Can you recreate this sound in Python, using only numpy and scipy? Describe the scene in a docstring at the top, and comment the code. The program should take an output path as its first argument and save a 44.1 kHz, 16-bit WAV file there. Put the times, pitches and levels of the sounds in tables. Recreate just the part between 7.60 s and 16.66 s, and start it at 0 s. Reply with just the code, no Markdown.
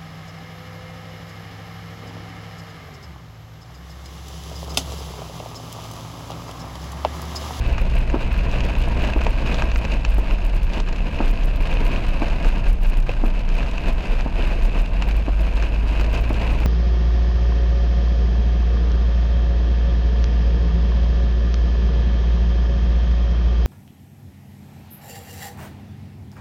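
"""Rain drums on the windscreen and roof of a car on a motorway: many small random blows, coloured by each panel.
Sheets of water make it swell, fat drops crack and splash, and an overhead sign gives a short lull.
The engine drones, eases off and picks up again as three sine overtones; the road rumbles as filtered noise with
some large deep swings. The wipers thump about once a second with ringing tones, a judder and a rub of noise.
Faint hiss follows the deep swings, and short noise ticks fall where a large swing crosses a level."""
import sys
import numpy as np
from scipy import signal
from scipy.fft import rfft, irfft, next_fast_len
from scipy.io import wavfile
from scipy.ndimage import uniform_filter1d

SR = 44100
rng = np.random.default_rng(int(sys.argv[2]) if len(sys.argv) > 2 else 0)


def file_out(sig):
    """Save sig as 16-bit WAV at sys.argv[1]."""
    # one column per channel
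    cols = np.atleast_2d(sig).T
    # limit, then scale
    lim = np.clip(cols, -1, 1)
    pcm = np.round(lim * 32767).astype(np.int16)
    wavfile.write(sys.argv[1], SR, pcm)


N = 399546

# rain on glass and roof: level before the panel filter or at the roof [dB], change per dB of rain [dB]
GLASS_DB, GLASS_FOLLOWS = -29.5, 0.9
ROOF_DB, ROOF_FOLLOWS = -34, 1.19
# small chance swings of the rain, and of the roof alone [dB], and their speed [per s]
FLURRY_DB, ROOF_FLURRY_DB, FLURRIES_PER_S = 0.68, 1.1, 12
# shelter under an overhead sign: peak time [s], length [s], drop in rain [dB]
GANTRY_S, GANTRY_LENGTH_S, GANTRY_SHELTER_DB = 5.165, 0.2, 7.5
OCTAVE_DB, THIRD_DB = -14.5, -29   # engine overtones, before the cabin boom
SWING_HZ, SWING_LENGTH_S = 33, 0.099   # the large swings of the rumble
JUDDER_HZ, JUDDER_T60_S = 277, 0.027   # typical pitch, and time to grow or fade by 60 dB
RUB_RISE_S = 0.05   # time for the rub to grow by 60 dB
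# a stretch of coarser asphalt: peak time [s], length [s]; pitch [Hz], filter width [Hz], level [dB]
COARSE_S, COARSE_LENGTH_S = 4.2, 4.0
COARSE_HZ, COARSE_WIDTH_HZ, COARSE_DB = 88, 70, -35
CUTOFF_HZ = 15600   # the treble above this is cut


def from_db(db):
    """Turn decibels into a plain factor for the sound wave."""
    return 10 ** (np.asarray(db) / 20)


def rms_one(x):
    """Scale to an average strength (rms) of 1."""
    return x / np.sqrt(np.mean(x ** 2) + 1e-20)


def in_time(rows):
    """Join the points of each column with straight lines, one value per sample."""
    s, *columns = np.transpose(rows)
    return [np.interp(np.arange(N) / SR, s, c) for c in columns]


def drift(rate):
    """Smooth chance wandering of rms 1 that changes about rate times a second."""
    hz = np.arange(N // 2 + 1) * SR / N
    slowed = rfft(rng.standard_normal(N)) / (1 + (hz / rate) ** 2)
    return rms_one(irfft(slowed, N))


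def swell(s, length_s):
    """A smooth rise and fall between 0 and 1 that peaks at time s."""
    return np.cos(np.pi * np.clip((np.arange(N) / SR - s) / length_s, -.5, .5)) ** 2


def colour(x, spectrum):
    """Filter with the given spectrum that reacts only after a sound arrives, as early as it can (minimum phase)."""
    size = next_fast_len(N + SR // 2, real=True) // 2 * 2
    hz, db = np.transpose(spectrum)
    bins = np.maximum(np.arange(size // 2 + 1) * SR / size, 1)
    gain_db = np.interp(np.log(bins), np.log(hz), db)
    # folding the cepstrum forward in time gives the minimum-phase filter
    cepstrum = irfft(np.log(from_db(gain_db)))
    cepstrum[1:size // 2] *= 2
    cepstrum[size // 2 + 1:] = 0
    return irfft(rfft(x, size) * np.exp(rfft(cepstrum)))[:N]


def resonance(x, hz, width):
    """Let one pitch ring: a two-pole band-pass with gain close to 1 at its centre."""
    r = np.exp(-np.pi * width / SR)
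    feed = np.array([1, 0, -1]) * (1 - r * r) / 2
    feedback = [1, -2 * r * np.cos(2 * np.pi * hz / SR), r * r]
    return signal.lfilter(feed, feedback, x + 1e-18)


def edge(x, hz, kind):
    """Keep only what lies below or above hz (second-order low- or high-pass)."""
    return signal.sosfilt(signal.butter(2, hz, kind, fs=SR, output="sos"), x)


def add(track, s, sound):
    """Mix a sound in at time s."""
    start = max(round(s * SR), 0)
    track[start:start + len(sound)] += sound[:N - start]


def impact(t60, cabin_db, cabin_t60):
    """One blow on a panel: noise that dies fast, then the short tail of the cabin; energy 1."""
    t = np.arange(SR // 10) / SR
    panel_fade = from_db(-60 * t / t60)
    cabin_fade = from_db(cabin_db - 60 * t / cabin_t60)
    ring = rng.standard_normal(len(t)) * (panel_fade + cabin_fade)
    return ring / np.linalg.norm(ring)


def patter(per_s, size_db, clump_db, t60, cabin_db, cabin_t60, count=16):
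    """Drops of random size land in clumps on many spots of a panel, each spot with a ring of its own."""
    born = rng.random(N) < per_s / SR
    chance_size = np.minimum(rng.exponential(1, N), 4)
    sizes = from_db(size_db * chance_size + clump_db * drift(18.0))
    spot = rng.integers(0, count, N)
    drops = np.zeros(N)
    for k in range(count):
        drops += signal.oaconvolve(born * sizes * (spot == k), impact(t60, cabin_db, cabin_t60))[:N]
    # even out the strength over quarter seconds
    return drops / np.sqrt(uniform_filter1d(drops ** 2, size=SR // 4) + 1e-12)


def rain_strength():
    """The steady rain in dB, raised by each sheet of water and lowered under the overhead sign."""
    # how hard the steady rain beats on the car: (time [s], level [dB])
    steady_rain = [(0.0, -2), (0.8, 0.3), (1.15, 1.4), (2.15, 0.23), (2.55, -2.5), (3.95, -3.0), (4.2, 1.5),
                   (4.8, 1.1), (5.4, -6.5), (5.85, -5.5), (6.2, -0.8), (7.3, -3.5), (8.3, -1.0),
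                   (9.06, 0.5)]
    # sheets of water that sweep over the car: (time of the peak [s], length [s], swell [dB])
    water_sheets = [(0.01, 0.54, 3), (0.363, 0.04, 2.5), (0.985, 0.38, 3), (1.417, 0.28, 3),
                    (1.612, 0.02, 7.5), (1.948, 0.45, 5.5), (2.323, 0.13, 4.5), (2.71, 0.13, 3.5),
                    (3.159, 0.15, 5.5), (3.616, 0.33, 5), (3.82, 0.29, 2), (4.105, 0.2, 4),
                    (4.352, 0.19, 2), (4.852, 0.12, 3), (5.078, 0.0871, 0.5), (5.28, 0.88, 2),
                    (5.51, 0.15, 5.5), (5.714, 0.42, 4.5), (6.01, 0.37, 4.5), (6.298, 0.092, 5),
                    (6.516, 0.39, 2.5), (6.888, 0.5, 5), (7.166, 0.12, 6), (7.46, 0.27, 3),
                    (7.968, 0.28, 3.5), (8.389, 0.33, 3), (8.571, 0.14, 4), (8.855, 0.24, 4.5)]
    steady_db, = in_time(steady_rain)
    sheets_db = sum(db * swell(s, length_s) for s, length_s, db in water_sheets)
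    shelter_db = GANTRY_SHELTER_DB * swell(GANTRY_S, GANTRY_LENGTH_S)
    return steady_db + sheets_db - shelter_db + FLURRY_DB * drift(FLURRIES_PER_S)


def windscreen(level_db):
    """Heavier rain brings more drops; those nearest tick brightly; all of them ring in the same glass."""
    # colour of the glass before its resonances: (frequency [Hz], gain [dB])
    glass_colour = [(200, -11.5), (600, 5), (1000, 2.5), (1200, 0), (2050, -5), (2600, -0.5), (3300, -9),
                    (4300, -11.5), (5500, -19), (7700, -24), (8300, -28.5), (11000, -31), (15500, -38.5)]
    # windscreen resonances, each applied in turn: (frequency [Hz], width [Hz], boost [dB])
    glass_modes = [(950, 92, -0.5), (1604, 100, 4.5), (2470, 240, 6.5), (2800, 400, 3.3), (4100, 580, 1.5),
                   (6500, 250, 2), (7500, 200, -1.5)]
    per_s = 1500 * from_db(.7 * (level_db - level_db.mean()))
    rain = patter(per_s, size_db=4.0, clump_db=1.12, t60=0.014, cabin_db=-11.0, cabin_t60=0.098)
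    near = patter(130, size_db=3.5, clump_db=4.5, t60=0.0084, cabin_db=-30.5, cabin_t60=0.037, count=8)
    ticks = from_db(-3.0) * edge(edge(near, 4500, "high"), 10000, "low")
    fat = fat_drops(splash_db=24.0, smack_db=1.0, crack_db=-1, damping=0.59)
    drops = from_db(level_db) * (rain + ticks) + from_db(26.0) * fat
    glass = colour(drops, glass_colour)
    for hz, width, boost_db in glass_modes:
        glass = glass + (from_db(boost_db) - 1) * resonance(glass, hz, width)
    return glass


def roof(level_db):
    """The lined steel roof turns the drops into a dull drumming."""
    # colour of the roof: (frequency [Hz], relative gain [dB])
    roof_colour = [(90, -17), (160, 4.5), (220, 3), (320, -1.5), (410, -3.5), (520, -4), (670, -2.5),
                   (780, -11), (950, -5), (1200, -20.5), (2500, -15.5), (6000, -57)]
    drumming = patter(700, size_db=1.5, clump_db=1.5, t60=0.037, cabin_db=-8.5, cabin_t60=0.11)
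    return from_db(level_db) * rms_one(colour(drumming, roof_colour))


def engine(unsteady, waver_db):
    """The firing rate and its overtones swell as they pass through the booms of the cabin."""
    # engine speed and load: (time [s], mean firing rate [Hz], load [dB])
    engine_run = [(0, 58.1, 0), (.8, 58.6, -0.5), (1.14, 59.9, -0.5), (1.95, 59.34, -1.5), (2.32, 54, -1),
                  (2.5, 50.5, -0.5), (2.7, 41.7, -1.5), (3.1, 34.4, 0), (3.85, 29.61, 0), (6.7, 29, 1),
                  (7.0, 33, 1), (7.32, 37.87, 1.5), (7.44, 49.65, 0), (8.13, 51, -0.5), (8.4, 52.2, 0.5),
                  (8.68, 55.6, 1), (9.06, 54.1, 2)]
    # how the cabin booms at each pitch of the engine: (frequency [Hz], gain [dB])
    cabin_boom = [(29, -21.5), (41, -21), (50, -18.5), (59, -23.5), (80, -29), (100, -28.5), (112, -19.5)]
    hz, load_db = in_time(engine_run)
    boom_hz, boom_db = np.transpose(cabin_boom)
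    phase = 2 * np.pi * np.cumsum(hz * (1 + unsteady * drift(6.7))) / SR
    out = np.zeros(N)
    for k, order_db in enumerate((0, OCTAVE_DB, THIRD_DB), 1):
        cabin_db = np.interp(np.log(k * hz), np.log(boom_hz), boom_db)
        level_db = load_db + order_db + cabin_db + waver_db * drift(8.9)
        out += from_db(level_db) * np.sin(k * phase + rng.uniform(0, 2 * np.pi))
    return np.sqrt(2) * out   # a sine of rms 1


def road(rumble_db, tyre_db):
    """The road shakes the body steadily; the air in the tyres hums on one wavering note."""
    # colour of the road noise: (frequency [Hz], relative gain [dB])
    road_colour = [(10, -13.5), (20, -5), (29, 2.5), (40, -4), (52, -4), (64, -15), (77, -11), (94, -17.5),
                   (135, -17.5), (160, -27.5), (220, -25), (400, -34.5), (1000, -41), (3000, -65.5),
                   (15500, -86.5)]
    # change in the deep road rumble: (time [s], level [dB])
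    rumble_curve = [(0, 0), (2.3, -0.5), (3.0, -1), (5.3, -1), (7.0, -2.5), (7.5, -3.5), (8.3, -3.5),
                    (9.06, -2)]
    shake = rms_one(colour(rng.standard_normal(N), road_colour))
    deep = signal.sosfiltfilt(signal.butter(2, 80, fs=SR, output="sos"), shake)
    deep_strength = np.sqrt(uniform_filter1d(deep ** 2, size=SR // 8) + 1e-9)
    hum_phase = 2 * np.pi * np.cumsum(185.5 + 1.88 * drift(3.96)) / SR
    hum = rms_one(np.sin(hum_phase) * from_db(2.0 * drift(8.4)))
    surface_db, = in_time(rumble_curve)
    rumble = from_db(rumble_db + surface_db) * deep / deep_strength   # evened out
    return rumble + from_db(-23.0) * (shake - deep) + from_db(tyre_db) * hum


def fat_drops(splash_db, smack_db, crack_db, damping):
    """Big drops crack on the glass, each spot with its own pitch; some knock deeper, some splash brighter."""
    # fat drops, levels relative: (time [s], overall level [dB], pitch of the smack [Hz],
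    # low knock [dB], bright splash [dB])
    big_drops = [(0.1804, -17.5, 1400, -19, -23), (0.499, -18, 1600, 1, -24), (0.716, -24, 1500, -6, -28),
                 (1.005, -15, 2400, -8, -23), (1.152, -19.5, 2600, -5, -25), (1.4483, -16, 1801, -2, -20.5),
                 (1.468, -23, 1600, -8, -28), (1.487, -20, 1400, 6.5, -27), (1.5347, -16.5, 2400, -6, -25),
                 (1.590, -24, 1600, -4, -36), (1.6158, -16.5, 1600, -12, -23),
                 (1.6659, -11.5, 1900, 5, -23.5), (1.8714, -18, 2390, -7, -20),
                 (1.9432, -15, 1500, -8, -17.5), (2.0215, -13, 1406, -18, -22.5),
                 (2.116, -16, 2500, -8, -22), (2.1587, -14.5, 1503, -12, -21),
                 (2.2502, -13.5, 1800, 2.5, -23.5), (2.319, -21, 2388, -6, -19),
                 (2.337, -19.5, 2000, -1, -25), (2.4490, -12.5, 2300, -24, -20.5),
                 (2.6724, -27, 1610, -3, -25), (2.709, -17, 1800, -6, -26), (3.1345, -22, 2300, -3, -17),
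                 (3.2013, -22, 1600, -13, -11.5), (3.287, -22, 1498, -14, -19),
                 (3.327, -23.5, 1600, -5, -16.5), (3.404, -25, 2500, 3, -26), (3.588, -19, 2600, -8, -27),
                 (3.6785, -22.5, 2398, -14, -21), (3.774, -26, 2599, -12, -26),
                 (4.128, -19, 2600, -14, -32), (4.170, -19, 2505, -3, -34), (4.36, -17, 1610, -2, -25),
                 (4.6569, -19.5, 2600, -9, -28), (4.683, -21, 2003, 3, -21), (4.710, -25, 1498, -2, -27),
                 (4.8459, -17.5, 1600, -10, -22), (5.4919, -15, 2100, 5, -28), (5.889, -26, 1600, -7, -16),
                 (6.005, -20, 1514, -10, -28), (6.022, -23, 1600, 3, -23), (6.1799, -17.5, 2100, -5, -23),
                 (6.258, -19.5, 2200, -9, -27), (6.440, -22, 2600, -5, -28), (6.608, -22, 1897, -9, -18.5),
                 (7.022, -22.5, 2600, -12, -24), (7.4221, -12.5, 2101, -21, -22),
                 (8.024, -20.5, 1500, -14, -19.5), (8.140, -27.5, 1800, 3, -27),
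                 (8.396, -18, 1707, -1, -24), (8.4106, -19, 1600, -6, -19), (8.443, -18, 1800, 2, -23)]
    out = np.zeros(N)
    for s, peak_db, hz, low_db, high_db in big_drops:
        hit = impact(t60=0.024, cabin_db=-20, cabin_t60=0.12)
        hit[SR // 1000] += from_db(crack_db)   # a sharp crack after 1 ms
        hit /= np.linalg.norm(hit)
        smack = from_db(smack_db) * resonance(hit, hz, 2000)
        knock = from_db(low_db) * edge(hit, 880, "low")
        splash = from_db(high_db + splash_db) * edge(hit, 4200, "high")
        add(out, s, from_db(peak_db) * (smack + knock + splash))
    # the spreading water damps the ring of the glass
    out = out - damping * resonance(out, 2230, 700)
    # a soft drop cannot strike faster than this
    return signal.sosfilt(signal.butter(8, 7300, fs=SR, output="sos"), out)


def rumble_with_swings(rumble):
    """At set times a few large, slow swings take over from the deep part of the rumble."""
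    # the largest deep swings of the rumble: (time [s], swing [dB])
    rumble_swings = [(0.227, -12), (0.37, -11), (0.794, -12), (1.201, -11.5), (1.693, -11), (2.493, -12),
                     (2.736, -11), (2.865, -11), (3.214, -10.5), (3.359, -14), (3.701, -10), (3.803, -12),
                     (3.914, -11.5), (4.141, -9), (4.874, -9), (5.089, -7), (5.286, -10), (5.389, -11.5),
                     (5.785, -11.5), (6.089, -12), (6.516, -13.5), (7.048, -10), (7.953, -14.5),
                     (8.92, -14)]
    deep = signal.sosfiltfilt(signal.butter(2, 75, fs=SR, output="sos"), rumble)
    t = np.arange(-SR // 8, SR // 8) / SR
    shape = np.cos(np.pi * np.clip(t / SWING_LENGTH_S, -.5, .5)) ** 2
    swing = shape * np.cos(2 * np.pi * SWING_HZ * t)
    share, large_swings = np.zeros(N), np.zeros(N)
    for s, swing_db in rumble_swings:
        add(share, s + t[0], shape)
        add(large_swings, s + t[0], from_db(swing_db) * swing)
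    return rumble - np.minimum(share, 1) * deep + large_swings


def wipers(knock_db, tail_db, rub_db, uneven_db):
    """At each turn the rubber drags and judders, flops over with a soft thud, rebounds and rubs on unevenly."""
    # each turn of the wipers, levels relative: (time [s], knock [dB], judder [dB], rub [dB],
    # time for the rub to fade by 60 dB [s], rebound delay [s], rebound against the knock [dB])
    wiper_turns = [(0.5436, -16, -14, -23.5, 0.2, 0.011, -9), (1.5629, -19.5, -18, -25.5, 0.27, 0.0385, -9),
                   (2.584, -22, -33, -34, 0.09, 0.028, -17), (3.604, -17, -17, -25, 0.21, 0.045, -9),
                   (4.6214, -18.5, -21, -28.5, 0.28, 0.0112, -9), (5.6380, -19, -21, -35, 0.15, 0.02, -10),
                   (6.6617, -23.5, -22, -38, 0.2, 0.031, -7), (7.682, -20, -20, -31, 0.13, 0.0103, -10),
                   (8.7062, -20, -24, -34, 0.15, 0.018, -12)]
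    # ringing of the wiper linkage and the scuttle below the glass:
    # (frequency [Hz], typical relative level [dB], time to fade by 60 dB [s])
    wiper_modes = [(127, -12, 0.09), (234.5, -2, 0.081), (321, -5.5, 0.081), (440, -8, 0.026),
                   (624, -2.5, 0.03), (870, -4.5, 0.021), (1300, -7, 0.011)]
    out = np.zeros(N)
    t = np.arange(SR // 5) / SR
    around = np.arange(-SR // 20, SR // 5) / SR   # time before and after the turn
    for s, peak_db, shake_db, drag_db, rub_t60, rebound_s, rebound_db in wiper_turns:
        body = np.zeros(len(t))
        for hz, db, t60 in wiper_modes:
            body += from_db(db + rng.normal(0, 1.0) - 60 * t / t60) * np.cos(2 * np.pi * hz * t)
        # the rubber shakes as it bends over
        judder_hz = JUDDER_HZ * rng.uniform(0.904, 1.14)
        judder = from_db(-60 * np.abs(around) / JUDDER_T60_S) * np.cos(2 * np.pi * judder_hz * around)
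        noise = rng.standard_normal(len(around))
        unevenness = rms_one(edge(rng.standard_normal(len(around)), 60, "low"))
        slips = noise * from_db(uneven_db * unevenness)
        rub = rms_one(resonance(slips, 334, 130) + from_db(-9.5) * resonance(slips, 570, 260))
        rub *= from_db(-60 * np.maximum(-around / RUB_RISE_S, around / rub_t60))
        # the dashboard rings on
        tail = edge(impact(t60=0.11, cabin_db=-8, cabin_t60=0.16), 230, "high")
        add(out, s, from_db(peak_db + knock_db) * body)
        add(out, s, from_db(peak_db + tail_db) * tail)
        add(out, s + rebound_s, from_db(peak_db + knock_db + rebound_db) * edge(body, 540, "low"))
        add(out, s + around[0], from_db(shake_db) * judder + from_db(drag_db + rub_db) * rub)
    # rubber blades leave little treble
    return signal.sosfilt(signal.butter(4, 1100, fs=SR, output="sos"), out)


def coarse_asphalt():
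    """For a few seconds the tyres roll on a rougher surface and the floor drones: noise through two resonances."""
    drone = resonance(rng.standard_normal(N), COARSE_HZ, COARSE_WIDTH_HZ)
    drone = resonance(drone, COARSE_HZ, COARSE_WIDTH_HZ)
    return from_db(COARSE_DB) * swell(COARSE_S, COARSE_LENGTH_S) * rms_one(drone)


def scene():
    """One strength of rain drives glass and roof, over the engine, the road and the wipers."""
    rain_db = rain_strength()
    glass = windscreen(GLASS_DB + GLASS_FOLLOWS * rain_db)
    roof_flurry_db = ROOF_FLURRY_DB * drift(FLURRIES_PER_S)
    drumming = roof(ROOF_DB + ROOF_FOLLOWS * rain_db + roof_flurry_db)
    motor = engine(unsteady=0.004, waver_db=1.5)
    rumble = rumble_with_swings(road(rumble_db=-20.0, tyre_db=-43))
    car = motor + rumble + coarse_asphalt()
    thumps = wipers(knock_db=-0.5, tail_db=30, rub_db=-0.5, uneven_db=5.0)
    return (glass + drumming + car + thumps)[None]   # one channel


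def record(dry, limit=0.29, crackle_db=-31.5, hiss_db=-52):
    """Faint hiss follows the deep swings; short noise ticks fall where a large swing crosses a level; the top is cut."""
    swing = np.abs(edge(dry[0], 230, "low"))
    crossings = np.diff(swing > limit, prepend=False)
    ticks = signal.lfilter([1], [1, -.8], crossings + 1e-18)   # each tick fades within a few samples
    grit = from_db(hiss_db) * swing + from_db(crackle_db) * ticks
    top_cut = signal.ellip(10, .1, 90, CUTOFF_HZ, fs=SR, output="sos")
    return signal.sosfilt(top_cut, dry + grit * rng.standard_normal(N))


dry = scene()
out = record(dry)
file_out(out)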